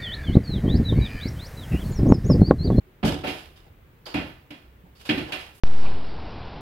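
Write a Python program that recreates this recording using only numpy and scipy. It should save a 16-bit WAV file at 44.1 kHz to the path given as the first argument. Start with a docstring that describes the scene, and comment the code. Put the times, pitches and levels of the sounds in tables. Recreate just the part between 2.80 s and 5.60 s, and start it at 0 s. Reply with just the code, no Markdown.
"""Knocks on the glass of a door, heard on a pair of microphones inside a small live room.
Over low rumble and hiss comes a dull thud; at 0.2 s the first blows ring pane and frame and set the
hanging blind clattering on the glass. Soft thuds and a faint rustle fill the pause. Near 1.3 s the latch
clicks, more knocks land and small loose parts jingle. A faint low hum sets in near 1.8 s. After a thud,
a rustle and two light clicks, the last knocks and a jingle come from 2.3 s, and the slats settle."""
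import sys
import numpy as np
from scipy import signal
from scipy.fft import rfft, irfft, next_fast_len
from scipy.io import wavfile

SR = 44100
rng = np.random.default_rng(int(sys.argv[2]) if len(sys.argv) > 2 else 0)


def wrap_up_sound(samples):
    """Save the sound to the file named by the first command line argument, as 16-bit audio."""
    columns = np.atleast_2d(samples).T
    # keep every value between -1 and 1, then stretch to whole-number steps
    tamed = np.clip(columns, -1, 1)
    steps = np.round(tamed * 32767).astype(np.int16)
    wavfile.write(sys.argv[1], SR, steps)


N = 123479
FFT_SIZE = next_fast_len(N, True)
BIN_HZ = np.fft.rfftfreq(FFT_SIZE, 1 / SR)


def undb(db):
    """Decibels to gain."""
    return 10 ** (np.asarray(db) / 20)


def at(hz, table, column=1):
    """Read a column of a table on a log-frequency axis."""
    table = np.array(table, float)
    return np.interp(np.log(hz + 1e-3), np.log(table[:, 0]), table[:, column])


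def wander(rate_hz):
    """Smooth random wander with a spread of 1."""
    x = np.interp(np.arange(N) / SR * rate_hz, np.arange(N // 10), rng.standard_normal(N // 10))
    return x / x.std()


def envelope(rise_s, t60_s):
    """One second of quick swell and exponential fall."""
    t = np.arange(SR) / SR
    return (1 - np.exp(-t / rise_s)) * np.exp(-np.log(1000) * t / t60_s)


def add(out, start, x):
    """Mix a sound in at a time in seconds."""
    i = int(start * SR)
    out[..., i:i + x.shape[-1]] += x[..., :N - i]


def octaves(x):
    """Split a sound into overlapping octave bands, each with its centre frequency."""
    spectrum, centres = rfft(x, FFT_SIZE), np.geomspace(22, 22000, 11)
    for hz, pick in zip(centres, np.eye(len(centres))):
        weight = np.interp(np.log(BIN_HZ + 1), np.log(centres), pick)
        yield hz, irfft(spectrum * weight, FFT_SIZE)[:, :N]


# The room at the microphone pair (frequency [Hz], likeness [-1..1], left minus right [dB])
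MIC_PAIR = [(60, 0.96, 3.5), (170, 0.92, 1), (343, 0.74, -4), (607, 0.39, 1.5), (1300, -0.13, -4.5),
            (3260, 0.18, -6), (5670, -0.05, -4), (12300, 0.084, -2.5)]
def noise(colour, panned=True):
    """Coloured noise of rms 1, alike on both microphones in the bass and diffuse in the treble."""
    mid, side = rfft(rng.standard_normal((2, FFT_SIZE)))
    likeness, sign = at(BIN_HZ, MIC_PAIR), np.array([[1], [-1]])
    pair = mid * np.sqrt(1 + likeness) + sign * side * np.sqrt(1 - likeness)
    balance = undb(panned * sign * at(BIN_HZ, MIC_PAIR, column=2) / 2)
    low_cut = BIN_HZ / (BIN_HZ + 10)
    x = irfft(pair * balance * undb(at(BIN_HZ, colour)) * low_cut, FFT_SIZE)[:, :N]
    return x / x.std()


def dense_ring(colour, depth_db=3.5, spacing_hz=44.9, above_hz=300):
    """Many close resonances: noise of rms 1 whose spectrum is uneven above the bass."""
    spectrum = rfft(noise(colour), FFT_SIZE)
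    ripple = np.interp(BIN_HZ / spacing_hz, np.arange(N // 10), rng.standard_normal(N // 10))
    ripple_db = depth_db * ripple * BIN_HZ / (BIN_HZ + above_hz)
    x = irfft(spectrum * undb(ripple_db), FFT_SIZE)[:, :N]
    return x / x.std()


def mode(hz, rise_s, t60_s, left_lag_s=0.00022, right_louder_db=2.5):
    """One fading resonance, a little earlier and louder on the right microphone."""
    t = np.arange(SR) / SR - np.array([[left_lag_s], [0]])
    balance = undb(np.array([[-right_louder_db], [right_louder_db]]) / 2)
    return np.sqrt(2) * np.sin(2 * np.pi * hz * t) * envelope(rise_s, t60_s) * balance


def bursts(events, colour, rise_s, t60_s):
    """Short fading sounds that share one dense set of resonances."""
    level = np.zeros(N)
    for start, db in events:
        add(level, start, undb(db) * envelope(rise_s, t60_s))
    return dense_ring(colour) * level


# Low rumble of the room (frequency [Hz], relative density [dB])
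RUMBLE_COLOUR = [(20, -19), (35, 3), (58, -5.5), (90, -6), (115, -6), (160, -7.5), (250, -45), (600, -55)]
# Hiss of room and microphones (frequency [Hz], relative density [dB])
HISS_COLOUR = [(200, 1), (400, -0.5), (700, -9), (1600, -10.5), (2600, -13.5), (5500, -29), (9000, -31),
               (12500, -27), (15500, -18.5)]
def room_tone(rumble_db=-57.5, wander_db=1, hiss_db=-57.5):
    """A gently wavering rumble and a steady hiss, equally loud on both microphones."""
    rumble = noise(RUMBLE_COLOUR, panned=False) * undb(rumble_db + wander_db * wander(rate_hz=6.05))
    return rumble + noise(HISS_COLOUR, panned=False) * undb(hiss_db)


# Dull thuds at the door, and a faint low hum that sets in near 1.8 s
# (time [s], frequency [Hz], level [dB], t60 [s])
THUDS_AND_HUM = [(0.069, 370, -48.5, 0.16), (.668, 65.5, -37, 0.12), (0.904, 88, -34.5, 0.053),
                 (1.02, 72, -43, 0.19), (1.832, 61.7, -53.5, 3.5), (2.036, 175, -39, 0.098)]
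def thuds_and_hum():
    """Single low resonances: the short ones are dull thuds, the slowly fading one a faint hum."""
    out = np.zeros((2, N))
    for start, hz, db, t60_s in THUDS_AND_HUM:
        add(out, start, undb(db) * mode(hz, rise_s=0.0069, t60_s=t60_s))
    return out


# The door's registers: boom, thump, pane note, upper note, frame, clack, tick (frequency [Hz])
DOOR_REGISTERS = [70, 200, 295, 380, 720, 2800, 11000]
def strength(drive_db, hz):
    """How hard a blow drives the door at a frequency, read between its seven registers."""
    return undb(np.interp(np.log(hz), np.log(DOOR_REGISTERS), drive_db))


# Blows on the glass, heard from inside; clacks() plays them too
# (time [s], drive in each of the seven registers [dB], crack [dB], ring [dB], pane pitch [Hz])
BLOWS = [(.2285, -31.5, -18.5, -37, -32, -26.5, -37, -65, 11.5, 2, 292.2),
         (.2465, -59, -29, -28, -25.5, -34.5, -58, -64, 6, 3, 291.3),
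         (.339, -45.5, -46, -34.5, -38.5, -64, -68, -70, -6, 1.5, 294),
         (.4355, -57, -37.5, -38.5, -33, -30, -34.5, -51, -12, -0.5, 293),
         (.4665, -56, -32, -50, -29.5, -46, -29, -49, -1, 1.5, 292.9),
         (1.341, -39, -26, -25.5, -43, -32, -29.5, -54.5, 8, -3, 292.5),
         (1.365, -45, -28.5, -24.5, -36, -40, -33, -70, -2, -8.5, 294.1),
         (1.704, -84, -40, -35, -54.5, -50, -43, -65, 3.5, -8.5, 292.4),
         (2.2901, -38, -27, -19.5, -30, -34.5, -23, -57.5, 11, -3.5, 298.3),
         (2.313, -47, -33.5, -29.5, -34.5, -44, -41, -56, 2, -2.5, 307.3),
         (2.375, -45.5, -32, -30, -33, -40.5, -33.5, -56.5, 9.5, -2, 286.9),
         (2.5208, -51, -48, -49, -41.5, -39, -28.5, -50.5, 8.5, 0.5, 294.3)]
# Modes of pane and frame at the nominal pitch (frequency [Hz], relative level [dB], t60 [s])
PANE_MODES = [(58.8, -2, 0.75), (81.1, -5, 1), (116.3, -6.5, 0.192), (145.2, -3, .45), (171.8, -4, 0.343),
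              (217, 2.5, 0.17), (293.5, 7.5, 0.17), (313.1, -10, 0.39), (371.9, 2, 0.24), (446.6, -9, 0.41),
              (509.6, -12.5, .35), (604, -6.5, 0.2), (747, -1.5, 0.39), (775, -28.5, 0.55),
              (1340, -14, 0.23), (1690, -18, 0.19), (2546, -20.5, 0.17), (2666, -5, 0.11),
              (2910, -8.5, 0.15)]
def pane(gain_db=-1, nominal_hz=293, spot_spread_db=4, spot_above_hz=1200):
    """Every knock rings the same modes of glass and frame, in its own mix and tuning."""
    out = np.zeros((2, N))
    for start, *drive_db, _, ring_db, pitch_hz in BLOWS:
        for k, (hz, db, t60_s) in enumerate(PANE_MODES):
            # Each blow lands on another spot, which mostly changes the high modes.
            spot_db = spot_spread_db * rng.standard_normal() * hz / (hz + spot_above_hz)
            gain = undb(db + gain_db + ring_db + spot_db) * strength(drive_db, hz)
            ring = mode(hz * pitch_hz / nominal_hz, rise_s=0.0077, t60_s=t60_s)
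            add(out, start, (-1) ** k * gain * ring)  # neighbouring modes swing opposite ways
    return out


# Dense ringing of door and room (frequency [Hz], relative density [dB])
DOOR_COLOUR = [(30, 4), (70, 8.5), (110, 10), (170, 2), (300, 13.5), (450, -2), (850, 3.5), (1000, -5.5),
               (1400, -4), (2000, -6), (2950, -3.5), (3700, -11), (5000, -10), (6200, -18), (8500, -17),
               (11500, -9.5), (15500, -22)]
# Decay of the small room around the microphones (frequency [Hz], t60 [s])
ROOM_DECAY = [(60, .8), (200, .28), (400, .4), (900, .52), (2800, .45), (6000, .56), (12000, .75)]
def clacks(gain_db=8, grit_db=2.5, crack_above_hz=2760):
    """The gritty crack of each knock at the door and its smooth tail in the room."""
    out = np.zeros((2, N))
    grit = undb(grit_db * wander(rate_hz=440))
    snap = envelope(rise_s=0.0022, t60_s=0.12)
    for hz, band in octaves(dense_ring(DOOR_COLOUR)):
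        crack_power, tail_power = np.zeros((2, N))
        fall = envelope(rise_s=0.0046, t60_s=at(hz, ROOM_DECAY))
        treble = hz / (hz + crack_above_hz)
        for start, *drive_db, crack_db, _, _ in BLOWS:
            drive = strength(drive_db, hz)
            add(tail_power, start, (drive * fall) ** 2)
            add(crack_power, start, (drive * undb(crack_db) * snap * treble) ** 2)
        out += band * np.sqrt(tail_power + crack_power * grit ** 2)
    return out * undb(gain_db)


# Clatter of the blind on the glass (time [s], level at the pivot [dB], tilt [dB/octave], rise [s])
BLIND_RATTLES = [(0.244, -23, 0.5, 0.0088), (.476, -36, 0, 0.0049), (0.564, -42, 0.5, 0.0088),
                 (0.756, -52, 1, 0.0057), (1.258, -38, -2.5, 0.006), (2.15, -50.5, 3, 0.028),
                 (2.194, -46, 2, 0.011), (2.2505, -36.5, 1, 0.0037), (2.471, -43, -4, 0.0054),
                 (2.591, -41, -0.5, 0.0023), (2.731, -55.5, 10, 0.046)]
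# Ring of the slats (frequency [Hz], relative density [dB])
SLAT_COLOUR = [(30, -80), (120, -48), (300, -4), (800, 0), (1800, -4), (3000, -3), (3800, -5.5),
               (4800, -8.5), (6200, -15.5), (9000, -18.5), (11500, -17.5), (15500, -31)]
# Decay of the clatter out in the room (frequency [Hz], t60 [s])
SLAT_T60 = [(3000, .45), (11000, .36)]
def blind(pivot_hz=2800):
    """Bursts of slats tap the glass, smeared by the room; the treble dies first."""
    out = np.zeros((2, N))
    for hz, band in octaves(dense_ring(SLAT_COLOUR)):
        power = np.zeros(N)
        for start, db, tilt, rise_s in BLIND_RATTLES:
            gain = undb(db + tilt * np.log2(hz / pivot_hz))
            add(power, start, (gain * envelope(rise_s, at(hz, SLAT_T60))) ** 2)
        out += band * np.sqrt(power)
    return out * slat_ticks()


def slat_ticks(per_s=130, spread_db=3.5, t60_s=0.03, power_share=0.35):
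    """Gain that breaks a rattle into single slat ticks of uneven size."""
    taps = (rng.random(N) < per_s / SR) * undb(spread_db * rng.standard_normal(N)) ** 2
    decay_per_sample = undb(-60 / (t60_s * SR)) ** 2
    power = signal.lfilter([1], [1, -decay_per_sample], taps)
    return np.sqrt(1 - power_share + power_share * power / power.mean())


# Faint rustles in the pauses (time [s], level [dB])
RUSTLE_EVENTS = [(.85, -45.5), (2.05, -49)]
# Their colour at the microphones (frequency [Hz], relative density [dB])
RUSTLE_COLOUR = [(200, -5), (420, -6), (650, -1), (860, 3), (1100, -26), (1600, -15), (4000, -32)]
def rustles():
    """Soft, brief swells of midrange noise between the knocks."""
    return bursts(RUSTLE_EVENTS, RUSTLE_COLOUR, rise_s=0.015, t60_s=0.14)


# Clicks at the door's latch (time [s], level [dB])
LATCH_CLICKS = [(1.255, -41.5), (2.15, -60.5), (2.251, -56)]
# Ring of the latch (frequency [Hz], relative density [dB])
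LATCH_COLOUR = [(2500, -19), (4200, -9), (4550, 5), (4800, 1), (5150, -2), (5500, -14), (8000, -22),
                (14000, -22)]
def latch():
    """The latch clicks as the door is pressed and rings on near 4.5 kHz."""
    return bursts(LATCH_CLICKS, LATCH_COLOUR, rise_s=0.0028, t60_s=0.49)


# Jingles of small loose parts on the door (time [s], level [dB])
JINGLE_EVENTS = [(1.47, -61), (2.33, -52)]
# Their thin metallic ring (frequency [Hz], relative density [dB])
JINGLE_COLOUR = [(9000, -35), (11300, -9), (11800, 0), (12300, -15), (14000, -30)]
def jingles():
    """Small loose parts ring near 12 kHz as the door is pressed."""
    return bursts(JINGLE_EVENTS, JINGLE_COLOUR, rise_s=0.0071, t60_s=0.26)


def scene():
    """Room, door and blind together at the microphone pair."""
    background = room_tone() + thuds_and_hum() + rustles()
    return background + pane() + clacks() + blind() + latch() + jingles()


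def record(dry, top_hz=15800):
    """The recorder cuts the top with a steep low-pass."""
    return signal.sosfilt(signal.ellip(10, .2, 80, top_hz, fs=SR, output="sos"), dry)


dry = scene()
out = record(dry)
wrap_up_sound(out)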